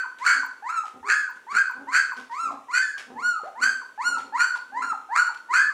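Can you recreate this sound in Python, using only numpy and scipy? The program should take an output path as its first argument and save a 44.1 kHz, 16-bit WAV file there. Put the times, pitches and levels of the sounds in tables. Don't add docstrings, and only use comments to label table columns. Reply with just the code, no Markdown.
import sys
import numpy as np
from scipy import signal
from scipy.fft import rfft, irfft, next_fast_len
from scipy.io import wavfile
from scipy.ndimage import uniform_filter1d, minimum_filter1d

SR = 44100
rng = np.random.default_rng(int(sys.argv[2]) if len(sys.argv) > 2 else 0)


def materialize(psi):
    bounded = np.clip(np.atleast_2d(psi).T, -1, 1)
    quanta = np.round(bounded * 32767).astype(np.int16)
    wavfile.write(sys.argv[1], SR, quanta)


def natural_amplitude(level_db):
    exponent = np.asarray(level_db, float) / 20
    return 10 ** exponent


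N = 252693
LEAD = SR // 4
TIME = (np.arange(N + LEAD) - LEAD) / SR
TOP_HZ = 16300

# (frequency [Hz], gain [dB])
AIR_TONE = [(15, -50), (25, -32), (150, -26.5), (230, -16), (489, -12.5), (1520, -27), (1890, -18),
            (3820, -26), (4490, -38), (5430, -28), (6050, -27.5), (10000, -33), (16000, -45)]
AIR_DB = -61.5

# (nominal frequency [Hz], time to fall 60 dB [s])
ROOM_T60 = [(250, 0.45), (1000, 0.52), (2000, 0.4), (4000, 0.47), (8000, 0.38), (14000, 0.15)]
ROOM_DB, ROOM_GAP_S = -3.5, 0.0012

# (frequency [Hz], gain [dB])
SIDE_TONE = [(60, -15.5), (200, -29.5), (1000, -27), (2400, -23.5), (4400, -19), (8500, -11),
             (10500, -11.5), (12500, -22)]

# (time [s], level before damping [dB], frequency [Hz])
BUMPS = [(.94, -56, 110), (1.005, -54.5, 80), (1.36, -50, 250), (5.513, -37.5, 348)]
BUMP_CYCLES = 1.4

# (time [s], level before tone shaping [dB], decay [s])
SCUFFS = [(0.184, -60.5, 0.14), (0.852, -58, 0.047), (1.356, -65.5, 0.029), (1.51, -59, 0.04),
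          (2.162, -57.5, 0.081), (2.311, -60, 0.049), (2.517, -55, 0.012), (2.977, -49, 0.047),
          (3.443, -68, 0.054), (4.18, -55.5, 0.043), (4.548, -52, 0.038), (5.344, -49, 0.006),
          (5.372, -51, 0.0044)]
# (frequency [Hz], gain [dB])
SCUFF_TONE = [(100, -7), (400, 3.5), (1500, 16.5), (3000, 11), (6000, 6), (10000, -5), (15000, -22)]

# (time [s], length [s], pitch [Hz], peak level of the fundamental [dB])
GRUNTS = [(0.351, 0.092, 265.5, -50.5), (0.939, 0.071, 249.8, -50), (1.527, 0.049, 205, -54),
          (1.764, 0.14, 264.5, -48.5), (2.172, 0.057, 247.4, -51), (2.447, .15, 268.5, -48),
          (3.086, 0.17, 247.5, -47.5), (3.59, .16, 252.6, -50.5), (4.065, 0.31, 262, -50),
          (4.726, 0.26, 261, -51.5), (5.619, 0.045, 252, -58)]
# (time [share of length], pitch [share], level under the peak [dB], brightness [dB])
GRUNT_SHAPE = [(-.12, .97, -14, 2), (.08, .98, -3, 4), (.35, 1.02, 0, 3), (.75, 1, -4, 2),
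               (1, .97, -14, -4)]
# (time [s], length [s], first pitch [Hz], last pitch [Hz], peak level of the fundamental [dB])
WHIMPERS = [(3.435, .06, 520, 800, -35), (1.04, .075, 395, 425, -47), (2.5, .07, 800, 790, -41)]
# (frequency [Hz], gain [dB])
NOSE = [(120, -9.5), (260, -1), (380, -2), (520, -11), (800, -5), (1600, -20.5), (3000, -41.5), (8000, -70)]
GRUNT_HOARSE, WHIMPER_HOARSE = 0.6, 0.2
WHIMPER_SWELL_DB, WHIMPER_FADE_DB = -8, -20

# (time [s], level before halving [dB], frequency [Hz])
SQUEAKS = [(0.4594, -45, 14700), (1.3044, -48, 15200), (1.7115, -51, 14400), (2.137, -52, 14700),
           (2.9931, -59, 14100)]
SQUEAK_S = 0.007

# (hoarseness scale [0-1], hoarse spell [s], extra brightness above the register [dB],
# course up to the closing break as points (time [s], pitch [Hz], level of the fundamental [dB]))
CRIES = [ (0.64, 0.177, -2, [(-.2, 950, -36), (-.15, 1411, -26), (-.1, 1550, -18.5), (.01, 1510, -36.5),
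         (.04, 1452, -26)]), (0.79, 0.101, 0.5, [(.2, 896, -49), (.225, 1012, -28.5), (.24, 1097, -29.5),
         (.252, 1312, -28), (.285, 1462, -11), (.345, 1693, -30), (.39, 1583, -31), (.43, 1437, -24.5)]),
         (0.33, 0.052, -6, [(.625, 786, -41), (.675, 1013, -29.5), (.685, 1108, -34.5), (.697, 1292, -28.5),
         (.74, 1418, -32), (.78, 1319, -23.5), (.81, 1245, -37), (.835, 1227, -32)]),
         (0.7, 0.0684, 0, [(1.03, 855, -42), (1.066, 1149, -34), (1.08, 1235, -37.5), (1.095, 1409, -23),
         (1.12, 1579, -16.5), (1.155, 1692, -27.5), (1.2, 1705, -29), (1.29, 1438, -32.5)]),
         (0.59, 0.066, -3, [(1.468, 851, -45), (1.505, 1105, -33.5), (1.522, 1165, -29.5),
         (1.53, 1388, -39), (1.555, 1349, -23.5), (1.575, 1470, -15), (1.6, 1620, -22.5),
         (1.695, 1462, -27)]), (0.827, 0.097, 1.5, [(1.872, 879, -42), (1.89, 990, -31),
         (1.915, 1111, -35.5), (1.93, 1355, -28.5), (1.965, 1495, -15.5), (2.0, 1615, -27),
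         (2.04, 1622, -39), (2.118, 1486, -24.5)]), (.02, 0.028, -4.5, [(2.298, 926, -43.5),
         (2.32, 918, -34), (2.35, 1075, -31.5), (2.375, 1206, -35), (2.405, 1363, -27), (2.445, 1335, -28),
         (2.475, 1205, -33.5), (2.51, 1020, -30.5)]), (0.28, 0.073, 2, [(2.685, 928, -41.5),
         (2.71, 1053, -31.5), (2.727, 1352, -40), (2.74, 1436, -23.5), (2.78, 1519, -13),
         (2.81, 1549, -26.5), (2.825, 1771, -29.5), (2.9, 1700, -35.5), (2.97, 1576, -40)]),
         (0.0072, 0.038, -1.5, [(3.15, 841, -54), (3.17, 862, -37), (3.2, 1074, -31), (3.215, 1220, -41.5),
         (3.228, 1394, -31), (3.265, 1457, -20), (3.31, 1436, -26.5), (3.395, 1202, -34.5)]),
         (0.41, .12, 3, [(3.555, 848, -43), (3.6, 1068, -34), (3.612, 1370, -37.5), (3.635, 1503, -13),
         (3.66, 1567, -23), (3.675, 1613, -25.5), (3.77, 1556, -37), (3.815, 1490, -31.5)]),
         (0.034, 0.028, 3.5, [(3.978, 803, -38.5), (4.0, 911, -28), (4.018, 1066, -26.5),
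         (4.035, 1281, -39), (4.055, 1417, -25.5), (4.08, 1440, -19.5), (4.12, 1404, -31),
         (4.17, 1313, -26)]), (0.39, 0.077, 0.5, [(4.325, 815, -39), (4.355, 962.5, -22.5),
         (4.372, 1087, -26), (4.382, 1367, -31.5), (4.41, 1424, -14.5), (4.445, 1530, -20.5),
         (4.5, 1498, -30.5), (4.555, 1413, -27)]), (0.47, .04, -4, [(4.722, 776, -44), (4.775, 978, -26),
         (4.805, 1051, -34), (4.815, 1030, -29), (4.822, 1358, -26.5), (4.87, 1427, -30.5),
         (4.905, 1350, -28), (4.928, 1238, -24)]), (0.74, .03, -1.5, [(5.09, 739.3, -44), (5.128, 933, -25),
         (5.15, 1062, -28.5), (5.165, 1242, -21.5), (5.2, 1467, -12), (5.24, 1446, -44),
         (5.27, 1476, -24.5), (5.29, 1318, -26.5)]), (0.58, 0.057, -1.5, [(5.488, 895, -45),
         (5.51, 990, -25.5), (5.527, 1067, -24.5), (5.54, 1387, -19), (5.57, 1513, -13.5),
         (5.6, 1618, -15.5), (5.62, 1727, -28.5), (5.7, 1717, -26)]), ]
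LOW_MODE_DB = [0.5, -1, -0.5, 1.5, 3.5, 1.5, -12, 10.5, -4, 2.5, 9, 1.5, -7, -3, 2.5]
# (time after the last point [s], pitch [share of the last], level against the last [dB])
BREAK = [(.007, .72, -10), (0.023, 0.612, -14.5)]
# (pitch [Hz], brightness [dB])
MOUTH = [(850, -16.5), (1000, -6), (1100, -3.5), (1300, 9), (1500, 5), (1700, 3.5)]
# (frequency [Hz], gain [dB])
THROAT = [(150, -38.5), (500, -19.5), (950, -8), (1500, 5), (1950, -4.5), (2450, -16.5), (2950, -30),
          (3700, -33), (4430, -16.5), (5200, -31), (7250, -20.5), (8700, -32), (9300, -36), (10300, -37),
          (11300, -44.5), (14500, -50.5), (16000, -89)]
LOW_MODE_HZ = 975
LOCK_HZ = 1530
REGISTER_HZ, REGISTER_WIDTH_HZ = 1130, 100
CLEAR_HOARSE, LASTING_HOARSE = 0.06, 0.15
LOW_MODE_LASTS = 0.17
CLOSING_DB = -15.5
FULL_CRY_DB = -15
MUFFLE = 0.45

CEILING, LOPSIDED = 0.37, 0.01


def gain_at(points, hz):
    at, db = np.transpose(points)
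    return natural_amplitude(np.interp(np.log(hz), np.log(at), db))


def colour(x, points):
    size = next_fast_len(len(x) + 999)
    bins = np.maximum(np.arange(size // 2 + 1) * SR / size, 1)
    return irfft(rfft(x, size) * gain_at(points, bins), size)[:len(x)]


def wobble(size, hz):
    lowpass = signal.butter(2, hz, fs=SR, output="sos")
    x = signal.sosfilt(lowpass, rng.standard_normal(size + 999))[999:]
    return x / x.std()


def air():
    x = colour(rng.standard_normal(len(TIME)), AIR_TONE)
    return natural_amplitude(AIR_DB) * x / x.std()


def room(x):
    t = np.arange(int(0.9 * SR)) / SR
    edges = [40, 500, 1400, 2800, 5600, 11000, 18000]
    tail = 0
    for (_, t60), low, high in zip(ROOM_T60, edges, edges[1:]):
        bandpass = signal.butter(2, [low, high], "bandpass", fs=SR, output="sos")
        band = signal.sosfilt(bandpass, rng.standard_normal(len(t)))
        fade = np.exp(-np.log(1000) * t / t60)
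        tail = tail + band * fade / np.sqrt(np.sum(fade ** 2))
    onset = np.clip(t / ROOM_GAP_S - 1, 0, 1)
    return signal.fftconvolve(x, tail * onset)[:len(x)]


def bumps():
    out = 0
    for s, db, hz in BUMPS:
        turns = np.maximum(TIME - s, 0) * hz
        envelope = np.minimum(turns, 1) * np.exp(-turns / BUMP_CYCLES)
        out = out + natural_amplitude(db) * envelope * np.sin(2 * np.pi * turns)
    return out


def scuffs():
    grains = rng.standard_normal(len(TIME)) * natural_amplitude(5.17 * wobble(len(TIME), 590))
    shape = 0
    for s, db, decay_s in SCUFFS:
        age = np.maximum(TIME - s, 0)
        shape = shape + natural_amplitude(db) * np.minimum(age / 0.003, 1) * np.exp(-(age / decay_s) ** 2)
    return colour(grains * shape, SCUFF_TONE)


def stack(phase, hz, slope_db, bright_db, count):
    order = np.arange(1, count + 1)[:, None]
    weight = natural_amplitude(slope_db * np.log2(order) + bright_db * (order > 1)) * (order * hz < TOP_HZ)
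    return (weight * np.cos(order * phase + 0.38 * order ** 2)).sum(axis=0)


def voice(calls, tract, tilt_db, effort, drift, jitter, shimmer, second, second_hz, lock_hz,
          breath_db, flutter_hz):
    out = np.zeros(len(TIME))
    for call in calls:
        s, *columns = np.transpose(call)
        inside = np.flatnonzero((TIME > s[0] - 0.006) & (TIME < s[-1] + 0.03))
        t = TIME[inside]
        hz, db, hoarse, bright_db, low_mode = (np.interp(t, s, c) for c in columns)
        hoarse = np.clip(hoarse, 0, 1)

        points_hz = columns[0]
        for k in np.flatnonzero(points_hz[1:] < 0.8 * points_hz[:-1]):
            hz[(t > s[k]) & (t < s[k + 1])] = points_hz[k + 1]
        hz = uniform_filter1d(hz, size=SR // 250)
        pitch_speed = np.gradient(np.log(hz)) * SR
        hold = uniform_filter1d(np.exp(-(pitch_speed / 40) ** 2), size=SR // 500)

        def running_phase(pitch):
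            unsteady = drift * wobble(len(t), 53) + jitter * hoarse * wobble(len(t), flutter_hz)
            return 2 * np.pi / SR * np.cumsum(pitch * (1 + unsteady))

        phase = running_phase(hz)
        locked = running_phase(np.minimum(hz, lock_hz))

        slope_db = tilt_db + effort * (db - FULL_CRY_DB) + MUFFLE * np.minimum(bright_db, 0)
        split = 0.22 * np.clip((hz - lock_hz) / 120, 0, 1)
        folds = stack(phase, hz, slope_db, bright_db, count=18)
        folds += split * stack(locked, hz, slope_db, bright_db, count=7)
        folds *= 1 + hoarse * shimmer * wobble(len(t), flutter_hz)

        low = 2 * np.pi / SR * np.cumsum(second_hz * (1 + 0.282 * hoarse ** 2 * wobble(len(t), 191)))
        strength = second * low_mode * natural_amplitude(5.96 * wobble(len(t), 110) + 0.82 * (db - db.max()))
        folds += strength * (np.cos(locked + low) + 0.049 * np.cos(locked - low)
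                             + 0.042 * np.cos(low) + 0.056 * np.cos(2 * low))
        upper_tones = sum(np.cos(k * phase - low) + np.cos(k * phase + low) for k in range(2, 7))
        folds += 0.15 * strength * natural_amplitude(bright_db) * upper_tones

        leak = natural_amplitude(breath_db + bright_db) * (hoarse + 0.03) * (1 + np.cos(phase))
        folds += leak * rng.standard_normal(len(t))

        fade_in = np.clip((t - s[0]) / 0.0013 + 1, 0, 1)
        fade_out = np.clip((s[-1] - t) / 0.0016 + 1, 0, 1)
        level = np.sqrt(2) * natural_amplitude(db) / gain_at(tract, hz)
        out[inside] += folds * hold * fade_in * fade_out * level
    return colour(out, tract)


def grunt(s, length, hz, db):
    return [(s + at * length, share * hz, db + down, GRUNT_HOARSE, bright_db, GRUNT_HOARSE)
            for at, share, down, bright_db in GRUNT_SHAPE]


def whimper(s, length, first_hz, last_hz, db):
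    course = [(s, first_hz, db + WHIMPER_SWELL_DB),
              (s + 0.776 * length, last_hz, db),
              (s + length, last_hz, db + WHIMPER_FADE_DB)]
    return [point + (WHIMPER_HOARSE, 0, WHIMPER_HOARSE) for point in course]


def litter_mates():
    calls = [grunt(*g) for g in GRUNTS] + [whimper(*w) for w in WHIMPERS]
    return voice(calls, NOSE, tilt_db=-2.0, effort=0.0077, drift=0.036, jitter=0.07, shimmer=0.85,
                 second=0.34, second_hz=133.0, lock_hz=TOP_HZ, breath_db=-25.0, flutter_hz=79.0)


def squeaks():
    out = 0
    for s, db, hz in SQUEAKS:
        shape = natural_amplitude(db) * np.exp(-((TIME - s) / SQUEAK_S) ** 2)
        out = out + shape / 2 * wobble(len(TIME), 70) * np.cos(2 * np.pi * hz * TIME)
    return out


def cry(hoarseness, hoarse_s, open_db, course, low_db):
    last_s, last_hz, last_db = course[-1]
    closing = [(last_s + dt, share * last_hz, last_db + down) for dt, share, down in BREAK]
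    s, hz, db = np.transpose(course + closing)
    upper = np.clip((hz - REGISTER_HZ) / REGISTER_WIDTH_HZ, 0, 1)
    clearing = np.exp(-((s - s[upper.argmax()]) / hoarse_s) ** 4)
    bright_db = np.interp(hz, *np.transpose(MOUTH)) + open_db * upper + CLOSING_DB * (s >= last_s)
    hoarse = hoarseness * (CLEAR_HOARSE + upper * np.maximum(clearing, LASTING_HOARSE))
    low_mode = hoarseness * natural_amplitude(low_db) * upper * np.maximum(clearing, LOW_MODE_LASTS)
    return np.transpose([s, hz, db, hoarse, bright_db, low_mode])


def puppy_cries():
    calls = [cry(*c, low_db) for c, low_db in zip(CRIES, LOW_MODE_DB)]
    return voice(calls, THROAT, tilt_db=-0.66, effort=0.012, drift=0.0052, jitter=0.05, shimmer=1.2,
                 second=3.02, second_hz=LOW_MODE_HZ, lock_hz=LOCK_HZ, breath_db=-17, flutter_hz=260)


def scene():
    near = puppy_cries() + litter_mates() + scuffs() + bumps()
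    mid = near + natural_amplitude(ROOM_DB) * room(near) + air() + squeaks()
    side = colour(-0.4 * near + 0.4 * room(near) + air(), SIDE_TONE)
    return np.array([mid + side, mid - side])[:, LEAD:]


def roll_off(x):
    return signal.sosfilt(signal.butter(12, 16370, fs=SR, output="sos"), x)


def record(dry):
    bend = signal.sosfilt(signal.butter(1, 20, "highpass", fs=SR, output="sos"), dry ** 2)
    allowed = np.minimum(CEILING / (np.abs(dry).max(axis=0) + 1e-9), 1)
    gain = uniform_filter1d(minimum_filter1d(allowed, size=SR // 200), size=SR // 200)
    limited = gain * (dry + LOPSIDED * bend)
    mix = signal.sosfilt(signal.ellip(8, 0.2, 70, TOP_HZ, fs=SR, output="sos"), limited)
    return roll_off(mix)


dry = scene()
out = record(dry)
materialize(out)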